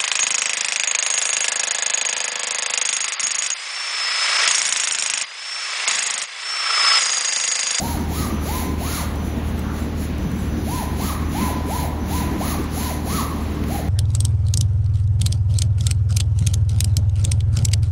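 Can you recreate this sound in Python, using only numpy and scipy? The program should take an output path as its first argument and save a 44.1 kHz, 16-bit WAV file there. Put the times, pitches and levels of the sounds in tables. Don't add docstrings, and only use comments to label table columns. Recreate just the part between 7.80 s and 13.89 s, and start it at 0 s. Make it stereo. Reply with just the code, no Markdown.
import sys
import numpy as np
from scipy import signal
from scipy.fft import rfft, irfft
from scipy.io import wavfile
from scipy.ndimage import uniform_filter1d

SR = 44100
rng = np.random.default_rng(int(sys.argv[2]) if len(sys.argv) > 2 else 0)


def ratio(d):
    e = np.asarray(d, float) / 20
    return 10 ** e


def wrap_up_sound(samples):
    columns = np.atleast_2d(samples).T
    tamed = np.clip(columns, -1, 1)
    steps = np.round(tamed * 32767).astype(np.int16)
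    wavfile.write(sys.argv[1], SR, steps)


N = 268375
T = np.arange(N) / SR
F = np.maximum(np.arange(N // 2 + 1) * SR / N, 1)

# centre_s, half_length_s, top_tooth_rate_hz, arch_squareness, level_db
BELT_JOGS = [(.09, 0.14, 980, 2.2, -34.5), (0.401, 0.11, 1290, 2.6, -34.5), (0.758, 0.14, 1020, 2.12, -34),
             (1.127, .153, 1410, 2.11, -34.5), (2.959, 0.12, 990, 2.7, -35),
             (3.269, 0.091, 1300, 2.57, -33), (3.629, 0.13, 1020, 2.41, -34.5),
             (3.979, 0.12, 1005, 2.42, -34), (4.375, .12, 1000, 2.3, -35), (4.686, 0.099, 1290, 2.64, -33),
             (5.044, 0.13, 1012, 2.23, -35.5), (5.353, 0.11, 1300, 2.21, -32.5),
             (5.953, .092, 840, 2.22, -35.5)]
# pitch_hz, gain_db
FRAME_PANELS = [(300, -6), (620, 0), (800, 4.5), (890, 0), (985, 1.5), (1150, -.5), (1450, -7), (2000, -1),
                (3000, -6)]
# centre_s, half_length_s, level_db
CARRIAGE_SLIDES = [(0.077, .12, -35.5), (0.386, 0.12, -34), (0.734, 0.15, -34.5), (1.116, 0.16, -33),
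                   (1.467, 0.061, -46.5), (1.67, 0.066, -50.5), (1.974, 0.093, -47.5), (2.214, 0.067, -44),
                   (2.6, 0.12, -52), (2.944, .13, -36), (3.258, 0.11, -34.5), (3.605, 0.14, -36),
                   (3.963, .13, -36.5), (4.358, 0.13, -35.5), (4.674, 0.11, -33.5), (5.026, 0.14, -34.5),
                   (5.347, 0.12, -33.5), (5.607, 0.22, -55), (5.939, 0.091, -37)]
# pitch_hz, level_db_per_hz
SLIDE_SPECTRUM = [(300, -46), (600, -40), (1000, -39), (1500, -37), (2050, -31), (2700, -35), (3500, -35),
                  (4300, -31), (5100, -36), (6500, -34), (8200, -32), (12500, -32), (14200, -38),
                  (15600, -35)]
# centre_s, level_db
PAPER_BOOMS = [(.04, -32), (0.221, -27), (.39, -24), (.54, -30), (.92, -28), (1.59, -30.5), (2.3, -38),
               (2.43, -35), (2.81, -40), (3.13, -33), (3.25, -24), (3.43, -27.5), (3.63, -35), (4.53, -31),
               (4.8, -25.5), (5.341, -24.5), (5.851, -38)]
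# pitch_hz, level_db_per_hz
FEED_SPECTRUM = [(90, -39.5), (150, -26), (230, -21), (310, -28.5), (450, -35.5), (700, -59.5)]
# start_s, end_s, level_db
DRIVE_BURSTS = [
    (0.045, 0.248, -52),
    (0.516, 0.914, -49),
    (1.352, 1.547, -51.5),
    (1.765, 2.122, -55.5),
    (2.38, 3.12, -52.5),
    (3.45, 3.784, -51.5),
    (4.2, 4.525, -55),
    (4.881, 5.21, -52),
]
# centre_s, half_length_s, pitch_hz, level_db
ROLLER_SQUEAKS = [
    (.55, 0.065, 2660, -45),
    (2.025, 0.043, 7860, -45),
    (2.614, 0.077, 8100, -45),
    (5.697, .09, 8100, -46),
]
# start_s, peak_db
CABLE_TICKS = [
    (1.3578, -38.5),
    (1.793, -34),
    (2.382, -39),
    (2.5166, -38),
    (4.8416, -36),
    (5.8396, -38),
]
# start_s, peak_db
BELT_KNOCKS = [
    (0.3244, -37),
    (0.3744, -27),
    (3.237, -32),
    (4.5984, -48),
    (5.838, -23),
]
# multiple_of_shaft_rate, level_db
SHAFT_MULTIPLES = [(1, -41), (2, -27.5), (3, -38.5), (4, -39), (5, -43), (6, -42)]
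# pitch_hz, level_db_per_hz
SHOP_SPECTRUM = [(24, -80), (33, -71), (50, -46.5), (100, -52), (135, -55.5), (230, -53.5), (310, -58.5),
                 (400, -61), (630, -65), (1000, -67.5), (2000, -73), (4000, -79.5), (6000, -86),
                 (9000, -108), (15600, -104)]
# delay_s, level_db
WALL_ECHOES = [
    (.034, -9),
    (.066, -6),
    (.125, -10),
]
# pitch_hz, likeness_0_to_1, left_minus_right_db
MIC_PORTS = [(60, 0.92, 3), (206, 0.95, 0.6), (326, 0.74, -0.4), (684, 0.02, 7), (980, 0.14, 4.5),
             (3640, 0, 1.1), (5380, 0.08, -2), (6500, 1, 4)]
# pitch_hz, likeness_0_to_1, phase_turns
TREBLE_PATH = [(5800, 0, -.2), (6300, .7, -.1), (6850, .8, .16), (7700, .86, .345), (9200, .86, .655),
               (10300, .86, .845), (11700, .88, 1.155), (12600, .9, 1.345), (14400, .9, 1.655),
               (15000, .9, 1.845), (15800, .9, 2.05)]


def over_hz(table, column=1):
    rows = np.array(table, float)
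    return np.interp(np.log(F), np.log(rows[:, 0]), rows[:, column])


def walk(rate):
    hold = int(SR / rate)
    steps = np.repeat(rng.standard_normal(N // hold + 1), hold)
    wander = uniform_filter1d(uniform_filter1d(steps, hold), hold)[:N]
    return wander / wander.std()


def lean():
    half_db = over_hz(MIC_PORTS, column=2) / 2
    return ratio(np.array([half_db, -half_db]))


def ported_noise(colour, grain_db):
    grain = ratio(grain_db * rng.standard_normal(N))
    grain = grain / np.sqrt(np.mean(grain ** 2))
    near, other = rfft(grain * rng.standard_normal((2, N)))
    alike = np.clip(np.maximum(over_hz(MIC_PORTS), over_hz(TREBLE_PATH)), 0, 1)
    turn = np.exp(2j * np.pi * over_hz(TREBLE_PATH, column=2) * (F > TREBLE_PATH[0][0]))
    far = alike * turn * near + np.sqrt(1 - alike ** 2) * other
    return np.array([near, far]) * lean() * ratio(over_hz(colour)) * np.sqrt(SR / 2)


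def flickering(pair, shared_db, own_db, rate):
    out, swell = 0, walk(1.63)
    for hz in 20 * 2. ** np.arange(11):
        share = np.clip(1 - np.abs(np.log2(F / hz)), 0, 1)
        out = out + irfft(pair * share, N) * ratio(shared_db * swell + own_db * walk(rate))
    return out


def hall(x, wet_db):
    bass_t60_s, treble_t60_s = 1.4, .5
    t = T[:2 * SR]
    noise = rng.standard_normal((2, len(t)))
    bass = signal.sosfilt(signal.butter(2, 2500, fs=SR, output="sos"), noise)
    tail = bass * ratio(-60 * t / bass_t60_s) + (noise - bass) * ratio(-60 * t / treble_t60_s)
    tail = tail * np.clip(t / .02, 0, 1) * ratio(wet_db) / np.sqrt(SR / 10)
    tail[:, 0] = 1
    for delay_s, db in WALL_ECHOES:
        start = int(delay_s * SR)
        tail[[0, 1], [start, start + 22]] = ratio(db)
    return signal.fftconvolve(np.atleast_2d(x), tail, axes=1)[:, :N]


def belt():
    brake_share, brake_db, tooth_jitter = .9, -4.5, 0.0211
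    hz, gain = np.zeros(N), np.zeros(N)
    for centre, half, top_hz, square, db in BELT_JOGS:
        reach = half * np.where(T > centre, brake_share, 1)
        speed = np.clip(1 - np.abs((T - centre) / reach) ** square, 0, 1)
        hz += top_hz * speed
        braking = np.clip((T - centre) / half, 0, 1)
        gain += ratio(db + brake_db * braking) * speed ** .3
    phase = 2 * np.pi * np.cumsum(hz * (1 + tooth_jitter * walk(150))) / SR
    teeth = np.sin(phase) + ratio(-23) * np.sin(2 * phase)
    teeth = gain * ratio(3.5 * walk(70)) * teeth
    panels = ratio(5.5 + over_hz(FRAME_PANELS))
    left, right = irfft(rfft(hall(teeth, 0.14)) * panels * lean(), N)
    return np.array([left, np.roll(right, 8)])


def slide():
    coast_s, rest_db = 0.056, -61.5
    push = 0
    for centre, half, db in CARRIAGE_SLIDES:
        speed = np.clip(1 - np.abs((T - centre) / half) ** 1.96, 0, 1)
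        push = push + ratio(db) * speed ** 1.56
    keep = np.exp(-1 / (coast_s * SR))
    coast = signal.lfilter([1 - keep], [1, -keep], push, zi=[push[0] * keep])[0]
    effort = ratio(rest_db) + coast / 2 + push / 2
    hiss = effort * flickering(ported_noise(SLIDE_SPECTRUM, 2.5), .2, 1.3, 20)
    dull = signal.sosfilt(signal.butter(2, 3000, fs=SR, output="sos"), hiss[0])
    return hiss + ratio(-2.5) * (hall(dull, -1.) - dull)


def feed():
    steady_db, boom_s = -31, 0.034
    tug = ratio(steady_db) + sum(ratio(db) * np.exp(-((T - s) / boom_s) ** 2) for s, db in PAPER_BOOMS)
    return tug * ratio(1.9 * walk(20)) * irfft(ported_noise(FEED_SPECTRUM, 0), N)


def drive():
    carrier_hz = 6000
    gate = sum(ratio(db) * ((T > on) & (T < off)) for on, off, db in DRIVE_BURSTS)
    gate = uniform_filter1d(gate, size=600)
    ports = []
    for db, turn in ((1.5, 0), (4.5, .9)):
        tone = np.sin(2 * np.pi * carrier_hz * T + turn)
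        ports.append(gate * ratio(db + 2. * walk(12)) * tone)
    return np.array(ports)


def squeaks():
    pair = ported_noise([(100, 0), (200, 0)], 0)
    out = 0
    for centre, half, hz, db in ROLLER_SQUEAKS:
        swell = ratio(db - 27) * np.exp(-((T - centre) / half) ** 4)
        out = out + swell * irfft(pair / (1 + (2 * (F - hz) / 1300) ** 4), N)
    return out


def hits(table, lo_hz, hi_hz, fade_s, boost_db):
    swell = sum(ratio(db + boost_db) * (T >= s) * np.exp(-np.abs(T - s) / fade_s) for s, db in table)
    band = signal.butter(2, [lo_hz, hi_hz], "band", fs=SR, output="sos")
    return signal.sosfilt(band, swell * rng.standard_normal((2, N)))


def ticks():
    return hits(CABLE_TICKS, 6000, 15500, .0015, 12.)


def knocks():
    return hits(BELT_KNOCKS, 600, 3500, .004, 2.5)


def compressor():
    shaft_hz, mains_hz, mains_db = 38.48, 293.7, -39.5
    phase = 2 * np.pi * np.cumsum(shaft_hz * (1 + 0.00257 * walk(1.507))) / SR
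    throb = 0
    for k, db in SHAFT_MULTIPLES:
        throb = throb + ratio(db + 0.15 * walk(2.63)) * np.cos(k * phase + 0.299 * k * k)
    hum = ratio(mains_db + 2.0 * walk(3.93)) * np.sin(2 * np.pi * mains_hz * T)
    return np.sqrt(2) * irfft(rfft(throb + hum) * lean(), N)


def shop():
    return flickering(ported_noise(SHOP_SPECTRUM, 0), 0.6, 1.95, 7)


def scene():
    carriage = belt() + slide() + feed() + drive()
    small = squeaks() + ticks() + knocks()
    return carriage + small + compressor() + shop()


def roll_off(x):
    return signal.sosfilt(signal.butter(12, 17020, fs=SR, output="sos"), x)


def record(dry):
    alike_from_hz, sparse_from_hz, top_hz = 6200, 4300, 15750
    drop_db, weak_db = -4, -.5
    hz, _, (left, right) = signal.stft(dry, SR, nperseg=2048)
    hz = hz[:, None]
    pair = np.array([left + right, left - right]) / 2
    line_power = np.abs(pair) ** 2
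    power = uniform_filter1d(line_power, size=13, axis=1)
    waver = np.repeat(rng.standard_normal((65, left.shape[1])), 16, axis=0)[:len(hz)]
    keep = (power > power[::-1] * ratio(2 * (drop_db + 3. * waver))) | (hz < alike_from_hz)
    strong = (line_power > power * ratio(2 * weak_db)) | (hz < sparse_from_hz)
    both, apart = pair * keep * strong * (hz < top_hz)
    mix = signal.istft(np.array([both + apart, both - apart]), SR, nperseg=2048)[1][:, :N]
    return roll_off(mix)


dry = scene()
out = record(dry)
wrap_up_sound(out)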